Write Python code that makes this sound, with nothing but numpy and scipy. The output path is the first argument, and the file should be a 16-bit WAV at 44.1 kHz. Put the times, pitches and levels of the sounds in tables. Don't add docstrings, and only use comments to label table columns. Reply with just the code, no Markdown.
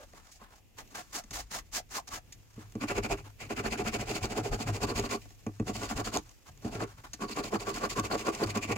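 import sys
import numpy as np
from scipy import signal
from scipy.fft import rfft, irfft, next_fast_len
from scipy.io import wavfile

SR = 44100
rng = np.random.default_rng(int(sys.argv[2]) if len(sys.argv) > 2 else 0)


def volts(x):
    e = np.asarray(x, float) / 20
    return 10 ** e


def wav_out(sig):
    wavfile.write(sys.argv[1], SR, np.round(np.clip(np.atleast_2d(sig).T, -1, 1) * 32767).astype(np.int16))


N = 386757
SIZE = next_fast_len(N + SR // 2)
HZ = np.maximum(np.arange(SIZE // 2 + 1) * SR / SIZE, 1.0)

# (top speed [s], rise [ms], fall [ms], dust hiss [dB], palm [dB])
SWEEPS = [(0.031, 62, 14, -64, -58), (0.17, 30, 51, -64, -61.5), (0.282, 55, 23, -63.5, -66),
          (0.332, 23, 46, -58, -89), (0.426, 26, 66, -74, -59), (0.525, 26, 24, -66, -60.5),
          (0.568, 16.4, 28, -63, -68), (0.798, 24.5, 24, -52.5, -51.5), (0.971, 21, 42, -43, -42),
          (1.172, 33.5, 26, -36.5, -43), (1.359, 27, 49.4, -38.5, -46), (1.544, 31, 42.6, -37.5, -42.5),
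          (1.774, 40, 24.5, -35.5, -45.5), (1.972, 56, 27.4, -40, -45), (2.085, 11, 13, -50, -58.5),
          (2.159, 48, 25, -43, -46), (2.615, 52, 43, -64.5, -59.5), (3.267, 22, 33, -67, -55.5),
          (5.317, 55, 27, -64.5, -78), (5.541, 20, 22, -65, -86), (6.283, 37, 32, -64, -65.5),
          (6.486, 27, 13, -59, -58), (6.894, 31, 54, -63, -59), (6.997, 23, 12, -73, -59.5),
          (7.054, 16, 19, -63, -51.5)]
# (frequency [Hz], width [Hz], level [dB])
BENCH_MODES = [(217.6, 33.7, 2.5), (298.8, 26.4, 1), (327, 15.8, -4), (399.5, 21.8, -2), (460.8, 43, -7.5)]
THUMP_MODES = [(102, 7.3, 8), (145, 36, 0)]
STICK_MODES = [(547, 60, -4.5), (719, 75, 4.5), (878, 150, -3.5), (986, 47, -2.5), (1153, 67, 3.5),
               (1230, 53, -8.5), (1445, 153, -6.5)]
BLADE_MODES = [(1950, 294, -4.5), (2370, 290, 3.5), (2740, 400, -4.5)]
# (frequency [Hz], level [dB])
CHIP_COLOUR = [(500, -42), (1800, 0), (3500, -0.5), (6500, 7.5), (8500, -7.5), (12000, -16.5), (16000, -20)]


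def at_hz(points):
    hz, value = np.transpose(points)
    return np.interp(np.log(HZ), np.log(np.maximum(hz, 1.0)), value)


def in_time(rows):
    s, *columns = np.transpose(rows)
    return [np.interp(np.arange(N) / SR, s, c) for c in columns]


def body(modes):
    response = 0
    for k, (hz, width, db) in enumerate(modes):
        damping = 1j * HZ * width
        response = response + (-1) ** k * volts(db) * damping / (hz ** 2 - HZ ** 2 + damping)
    return response


def through(force, response, low_hz, high_hz):
    inside = (HZ > low_hz) & (HZ < high_hz)
    band_rms = np.sqrt(np.sum(np.abs(response[inside]) ** 2) / len(HZ))
    return rfft(force, SIZE) * response / band_rms


def tilted(force, modes, tilt_db, low_hz, high_hz):
    upper = 1 / (1 + volts(-2 * tilt_db))
    split = len(modes) // 2
    return (through(force * np.sqrt(1 - upper), body(modes[:split]), low_hz, high_hz)
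            + through(force * np.sqrt(upper), body(modes[split:]), low_hz, high_hz))


def drift(rate_hz):
    r = np.exp(-80 * np.pi * rate_hz / SR)
    noise = rng.standard_normal(N // 40 + 2002)
    slow = signal.lfilter([1], [1, -2 * r, r * r], noise)[2000:]
    return np.interp(np.arange(N) / 40, np.arange(len(slow)), slow / slow.std())


def catches(per_s, spread_db, lumps_db):
    born = rng.random((2, N)) < per_s / SR
    sizes = volts(spread_db * np.minimum(rng.exponential(1, (2, N)), 5))
    signs = np.sign(rng.random((2, N)) - .5)
    force = born * sizes * signs * volts(lumps_db * drift(41))
    return force / force.std()


def passes(rows, rise_edge, fall_edge):
    rows = np.array(rows, float)
    power = np.zeros((rows.shape[1] - 3, N))
    for s, rise_ms, fall_ms, *levels_db in rows:
        first = max(int((s - .004 * rise_ms) * SR), 0)
        last = min(int((s + .004 * fall_ms) * SR), N)
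        ms = (np.arange(first, last) / SR - s) * 1000
        span_ms = np.where(ms < 0, rise_ms, fall_ms)
        hump_db = -8 * np.abs(ms / span_ms) ** np.where(ms < 0, rise_edge, fall_edge)
        power[:, first:last] += volts(hump_db + np.array(levels_db)[:, None]) ** 2
    return np.sqrt(power)


def strokes():
    # (middle [s], length [ms], teeth [dB], force into the wood [dB])
    stroke_rows = [(2.83, 40, -45, -38), (2.903, 48, -42.5, -39.5), (2.978, 41, -41.5, -34.5),
                   (3.051, 37, -41.5, -39.5), (3.12, 46, -42, -36), (3.19, 36, -52, -52.5),
                   (3.427, 57, -48, -49), (3.516, 37, -43, -40), (3.587, 40, -40.5, -39.5),
                   (3.662, 51, -43.5, -37), (3.732, 42.5, -40.5, -38.5), (3.801, 42, -42, -37.5),
                   (3.874, 51, -43.5, -39.5), (3.949, 41, -40, -37.5), (4.013, 45, -43, -41),
                   (4.101, 63, -43, -39.5), (4.162, 47, -42, -42.5), (4.242, 51, -44.5, -40),
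                   (4.318, 43, -44.5, -39.2), (4.383, 47.6, -40.5, -34), (4.461, 52, -45, -40),
                   (4.537, 43, -44, -38.5), (4.612, 50, -41.5, -41), (4.685, 44, -43.5, -38.5),
                   (4.755, 54, -45, -43.5), (4.833, 37.5, -39, -34), (4.9, 52, -43.5, -39),
                   (4.981, 58, -39, -37.5), (5.05, 44, -43, -40), (5.131, 54.5, -37, -36.2),
                   (5.227, 20, -51, -78), (5.69, 43.6, -42.5, -38), (5.771, 59, -41.5, -44),
                   (5.835, 57, -42, -39.5), (5.913, 46, -42, -40.5), (5.989, 48, -41.5, -35.5),
                   (6.069, 49, -42.5, -42.5), (6.155, 56, -39.5, -38), (6.669, 48, -52.5, -44.5),
                   (6.748, 62, -50.5, -43.5), (6.821, 47, -48, -37.1), (7.231, 47, -46, -37),
                   (7.309, 51, -45, -45), (7.387, 50, -42, -36.5), (7.458, 50, -41, -42.5),
                   (7.545, 44, -42.5, -32.5), (7.616, 41, -44.5, -43), (7.688, 53, -42, -36.5),
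                   (7.763, 62, -45, -43), (7.84, 51.4, -42, -33), (7.915, 42, -41.5, -43),
                   (7.985, 40, -39, -31.5), (8.055, 46, -42.5, -40.5), (8.133, 46.4, -42.1, -31),
                   (8.201, 63, -43.5, -44), (8.279, 50, -41.5, -31.5), (8.351, 56, -44, -44),
                   (8.425, 45.7, -41.0, -30.5), (8.495, 53, -46.5, -42.5), (8.566, 46, -45, -36.5),
                   (8.634, 38.5, -41.5, -41.5), (8.71, 49, -41.5, -33.5), (8.764, 15, -48.5, -40)]
    s, length_ms, teeth_db, force_db = np.transpose(stroke_rows)
    harder_db = force_db + 40
    late_ms = np.clip(1.06 * harder_db, -8, 8)
    rise_ms, fall_ms = length_ms / 2 + late_ms, length_ms / 2 - late_ms
    stick_db, bench_db = force_db + 1, force_db + 3.5 + 0.24 * harder_db
    return np.transpose([s + late_ms / 1000, rise_ms, fall_ms, teeth_db, stick_db, bench_db])


def air():
    # (frequency [Hz], level [dB])
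    air_colour = [(18, -33), (30, 9.5), (149, -10.5), (311, -11), (616, -19), (760, -19.5), (1350, -30),
                  (2610, -20), (3980, -29.5), (6900, -28), (8740, -35), (14800, -31), (16000, -39)]
    # (frequency [Hz], correlation [-1 to 1])
    air_likeness = [(60, 0.089), (180, 0.36), (550, 0.23), (1650, 0.12), (4970, 0.043), (15000, 0.94)]
    alike = np.clip(at_hz(air_likeness), -1, 1)
    level = volts(-65 + 2.5 * drift(1.7))
    mid, side = through(level * rng.standard_normal((2, N)), volts(at_hz(air_colour)), 97, 16000)
    return (np.sqrt(1 + alike) * mid + np.sqrt(1 - alike) * side * [[1], [-1]]) / np.sqrt(2)


def shop():
    t60_s, bass_cut_hz, wall_cut_hz = 0.1, 700, 1770
    s = np.arange(SR // 2) / SR
    echoes = rng.standard_normal((2, len(s))) * volts(-60 * s / t60_s) * (s > .003)
    colour = (HZ / (HZ - 1j * bass_cut_hz)) ** 2 / (1 + 1j * HZ / wall_cut_hz)
    return rfft(echoes, SIZE) * colour / np.sqrt(np.sum(echoes[0] ** 2))


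def leaning():
    # (time [s], rumble [dB], thump [dB])
    pressure = [(0.0, -59.5, -72), (0.83, -74, -69), (1.56, -52.5, -68.5), (2.56, -75.5, -60),
                (3.0, -53, -48), (3.2, -59, -62), (3.44, -64, -60), (3.66, -47, -48.5), (4.88, -62, -50),
                (5.35, -76, -64), (5.74, -54, -52), (5.98, -47, -55), (6.42, -88, -73), (6.76, -58, -52.5),
                (7.08, -57.5, -63), (7.45, -59, -57), (7.86, -54.5, -59), (8.77, -53, -52)]
    # (time before the delay [s], rumble [dB], thump [dB])
    jolts = [(1.327, -45.5, -62), (2.127, -49, -69), (2.579, -59, -46), (2.964, -39, -54),
             (3.115, -38.5, -41), (3.419, -54, -46), (3.832, -47, -41), (3.963, -49, -40.5),
             (4.232, -37.5, -49), (4.509, -37, -47), (4.679, -40, -31), (4.825, -38, -45),
             (4.977, -33, -36.5), (5.619, -46, -37), (5.963, -38, -58), (6.169, -47, -50),
             (6.501, -51.5, -49.5), (6.654, -42, -52), (7.539, -61, -39), (7.984, -53, -36),
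             (8.446, -47, -34.5), (8.7, -48, -38)]
    # (frequency [Hz], width [Hz], level [dB])
    rumble_modes = [(39, 48, 0)]
    delay_s, rise_ms, fall_ms = 0.0058, 30, 33
    rumble_db, thump_db = in_time(pressure)
    stroke_humps = [(*row[:3], 0) for row in strokes()]
    moving = np.minimum(passes(stroke_humps, rise_edge=1.8, fall_edge=0.98)[0], 1)
    lurch_rows = [(s + delay_s, rise_ms, fall_ms, *db) for s, *db in jolts]
    lurch = passes(lurch_rows, rise_edge=4.8, fall_edge=0.62)
    rumble = np.hypot(volts(rumble_db + 1.6 * moving + 1.8 * drift(9.3)), lurch[0])
    thump = np.hypot(volts(thump_db + 9.3 * moving + 2.5 * drift(2.5)), lurch[1])
    rumble_body = body(rumble_modes) ** 2 * (HZ / (HZ - 1j * 24)) ** 2
    thump_body = body(THUMP_MODES) * body([(101, 43, 0)])
    return (through(rumble * rng.standard_normal(N), rumble_body, 21, 84)
            + through(thump * rng.standard_normal(N), thump_body, 71, 202))


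def ticks():
    # (time [s], click drive [dB], decay by 60 dB [ms], wood over click drive [dB])
    tick_rows = [(0.134, -48.5, 12, 13), (0.412, -52, 51, 11), (0.874, -48, 24, -19),
                 (0.903, -50, 140, 2.5), (1.165, -25, 8.9, -10), (1.237, -42, 32, -1),
                 (1.307, -31.5, 47, -2), (2.088, -33.5, 11, -2), (2.322, -34.5, 48, -27),
                 (2.722, -41, 14, -15), (3.255, -52.5, 42, 6), (4.255, -23.5, 10, -3),
                 (4.996, -18.5, 12, -13), (5.255, -54, 20, 13), (5.304, -44.5, 29, -2),
                 (6.162, -22, 16.8, 6), (6.172, -14, 5.3, -8), (6.292, -42, 19, -26), (6.575, -43, 9.7, -7),
                 (6.618, -50, 140, 7.5), (7.132, -28, 50, -9.5), (7.997, -18, 7, 0), (8.349, -24, 17, -17),
                 (8.462, -33, 10, -15), (8.573, -24.5, 16, -10)]
    click, wood, noise = np.zeros(N), np.zeros(N), rng.standard_normal(N)
    ms = np.arange(4000) / SR * 1000
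    for s, click_db, t60_ms, wood_db in tick_rows:
        at = int(s * SR)
        rise = 1 - np.exp(-ms / (0.064 * t60_ms))
        burst = volts(click_db - 60 * ms / t60_ms) * rise
        click[at:at + len(ms)] += burst
        wood[at:at + len(ms)] += burst * volts(wood_db)
    return (through(click * noise, volts(at_hz(CHIP_COLOUR)), 1500, 12000)
            + through(wood * noise, body(STICK_MODES) + 3.1 * body(BENCH_MODES), 150, 810))


def knocks(bounce_ms=9, bounce_db=-5, soft_hz=1600):
    # (time [s], bench drive [dB], stick and grit over bench drive [dB])
    blows = [(2.577, -32.5, -22), (2.753, -22.5, -18.5), (5.465, -21, -12.5), (5.598, -17, -17.5),
             (6.646, -22, -20)]
    low, high, grit = np.zeros(N), np.zeros(N), np.zeros(N)
    ms = np.arange(2000) / SR * 1000
    for s, bench_db, stick_db in blows:
        grit[int(s * SR):int(s * SR) + len(ms)] = volts(bench_db + stick_db - 1.8 * ms)
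        for k in range(3):
            at = int((s + k ** 1.5 * bounce_ms / 1000) * SR)
            low[at] = volts(bench_db + k * bounce_db)
            high[at] = volts(bench_db + stick_db + k * bounce_db)
    soft = 1 / (1 + 1j * HZ / soft_hz) ** 2
    crunch = body(BLADE_MODES) + 0.22 * volts(at_hz(CHIP_COLOUR))
    return (volts(17) * through(low, soft * body(BENCH_MODES), 150, 500)
            + volts(7.0) * through(low, soft * body(THUMP_MODES), 80, 106)
            + volts(18.5) * through(high, soft * body(STICK_MODES), 500, 1500)
            + volts(-6.5) * through(grit * rng.standard_normal(N), crunch, 1800, 9000))


def hollow(width_hz=110):
    # (middle [s], length [ms], level [dB], pitch [Hz])
    tool_notes = [(.02, 49, -53.5, 570), (0.421, 20, -55, 1095), (1.988, 17, -36.5, 980),
                  (2.13, 27, -44, 1125), (3.425, 50, -56, 2144), (6.168, 18, -33, 942),
                  (8.635, 35, -40, 2340)]
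    handle_notes = [(s + 0.64 * fall_ms / 1000, 38, dust_db - 9, 723)
                    for s, _, fall_ms, dust_db, _ in SWEEPS]
    out, swing = np.zeros(N), drift(width_hz) + 1j * drift(width_hz)
    for s, ms, db, hz in tool_notes + handle_notes:
        level = passes([(s, ms / 2, ms / 2, db)], rise_edge=4.0, fall_edge=4)[0]
        on = np.flatnonzero(level)
        tone = np.exp(2j * np.pi * hz * on / SR)
        out[on] += level[on] * np.real((1 + 1.16 * swing[on]) * tone)
    return rfft(out, SIZE)


def sweeping():
    # (frequency [Hz], level [dB])
    dust_colour = [(900, -22), (1700, 0), (3490, -1), (5000, 4), (6760, 6.5), (8740, -4.5), (12000, -9.5),
                   (16000, -11)]
    # (frequency [Hz], width [Hz], level [dB])
    palm_modes = [(267, 200, 3), (566, 550, 3.5), (1140, 810, 6.5), (1820, 110, -4.5)]
    # (time [s], level [dB])
    rustle = [(0.0, -65), (0.55, -90), (1.0, -61), (1.8, -76), (2.6, -68.5), (3.37, -78), (5.28, -74),
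              (5.55, -68.5), (6.4, -74), (7.1, -67.5), (8.77, -76)]
    fall_db, settle_s = -22, 0.15
    rustle_db = in_time(rustle)[0]
    dust, palm = passes(SWEEPS, rise_edge=3.65, fall_edge=2.63)
    teeth = passes(strokes(), rise_edge=2.4, fall_edge=2.9)[0]
    r = np.exp(-1 / (settle_s * SR))
    falling = signal.lfilter([1 - r], [1, -r], teeth ** 2 + 1e-18)
    restless = np.sqrt(volts(rustle_db) ** 2 + volts(fall_db) ** 2 * falling)
    dust = np.hypot(dust, restless * volts(0.67 * drift(7.3)))
    palm = np.hypot(palm, volts(rustle_db - 6.5 + 0.94 * drift(8.1)))
    grains = catches(14000, spread_db=2.5, lumps_db=2.47)
    return (through(dust * grains, volts(at_hz(dust_colour)), 1200, 12000)
            + through(palm * grains, body(palm_modes), 590, 1400))


def filing():
    # (time [s], blade over teeth [dB],
    # upper over lower stick modes [dB], upper over lower bench modes [dB], tip over stick [dB])
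    spot = [(2.7, 2, 0, 3, -7), (3.2, 3.5, 0.5, 2, -5), (3.8, 3.5, -4.5, -0.5, -6.5),
            (4.4, -3.5, -5, 0.5, -7.5), (5.1, -2, -1, 0.5, -12), (5.6, -4.5, -4.5, -2.5, -12),
            (6.1, -7.5, 4.5, -3.5, -8), (6.6, -7, -21, -14, -15), (6.9, 0, 8, 14, -4),
            (7.2, -2.5, -2, -4.5, -19), (7.6, -4.5, 3.5, 3.5, -11), (8.55, -1.5, 0, -1.5, -13.5),
            (8.7, 6, 2, -3, -26)]
    # (time [s], level [dB])
    firmness = [(2.8, 0.5), (3.2, -2.5), (3.45, 1.5), (4.3, -0.5), (5.1, 0), (5.7, 1.5), (5.9, -3),
                (6.2, 1), (6.75, 3.5), (7.3, 0.5), (8.0, -3), (8.7, -0.5)]
    # (frequency [Hz], level [dB])
    teeth_colour = [(1500, -19), (3000, 0), (3840, -3), (4400, -4), (5000, 2.5), (5830, -2), (6400, 1),
                    (7030, 2.5), (8740, -9.5), (12200, -16), (16000, -17.5)]
    # (frequency [Hz], width [Hz], level [dB])
    tang_modes = [(4460, 380, 4.5), (5070, 260, -1.5)]
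    tip_modes = [(1230, 190, 2.5), (1610, 470, -0.5)]
    teeth = passes(strokes(), rise_edge=2.68, fall_edge=2.06)[0]
    stick, bench = passes(strokes(), rise_edge=2.2, fall_edge=1.85)[1:]
    fine = catches(7000, spread_db=1.5, lumps_db=2.5)
    coarse = catches(1200, spread_db=3.5, lumps_db=0.5)
    blade_db, stick_tilt_db, bench_tilt_db, tip_db = in_time(spot)
    blade = teeth * volts(blade_db + 0.86 * drift(3.3))
    tang = teeth * volts(-16 - 0.65 * blade_db + 6.9 * drift(31))
    tip = stick * volts(tip_db + 4.1 * drift(23))
    bench = bench * volts(in_time(firmness)[0])
    return (through(teeth * fine, volts(at_hz(teeth_colour)), 2330, 13000)
            + through(blade * (fine + 0.21 * coarse), body(BLADE_MODES), 2100, 2900)
            + through(tang * fine, body(tang_modes), 3500, 6000)
            + tilted(stick * coarse, STICK_MODES, stick_tilt_db + 3.8 * drift(2.54), 440, 1830)
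            + through(tip * coarse, body(tip_modes), 1000, 3000)
            + tilted(bench * coarse, BENCH_MODES, bench_tilt_db + 3.5 * drift(15.0), 150, 650))


def ports(common, apart):
    # (frequency [Hz], left leads by [radians])
    port_lead = [(300, 0), (690, .3), (1290, 1.8), (1640, 1.9), (1980, .4), (2330, 1.3), (3270, -2.1),
                 (3880, 2.6), (4310, 1.0), (4820, 3.6), (6030, 4.2), (7060, 6.9), (10000, 6.9),
                 (16000, 6.6)]
    # (frequency [Hz], left minus right [dB])
    port_balance = [(60, 3), (110, 1), (200, -1), (380, -1.0), (700, -2), (1290, 1), (2380, 0.5),
                    (4400, -4.5), (8120, 4), (15000, -5)]
    # (frequency [Hz], share [0-1])
    port_shared = [(200, 0.95), (400, 0.92), (700, 0.63), (1500, 0.67), (4000, 0), (8000, 0.38), (13000, 1)]
    half = volts(at_hz(port_balance) / 2) * np.exp(.5j * at_hz(port_lead))
    shared = np.clip(at_hz(port_shared), 0, 1)
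    both = np.sqrt(1 + shared) * common + np.sqrt(1 - shared) * apart * [[1], [-1]]
    return both / np.sqrt(2) * np.array([half, 1 / half])


def scene():
    common, apart = filing() + sweeping()
    common = common + leaning() + knocks() + ticks() + hollow()
    direct = ports(common, apart)
    walls = volts(-5.5) * shop() * common
    return irfft(direct + walls + air(), SIZE)[:, :N]


def band_limit(x):
    return signal.sosfilt(signal.butter(12, 16670, fs=SR, output="sos"), x)


def record(dry):
    low_pass = signal.ellip(10, .5, 60, 15900, fs=SR, output="sos")
    mix = signal.sosfilt(low_pass, dry)
    return band_limit(mix)


dry = scene()
out = record(dry)
wav_out(out)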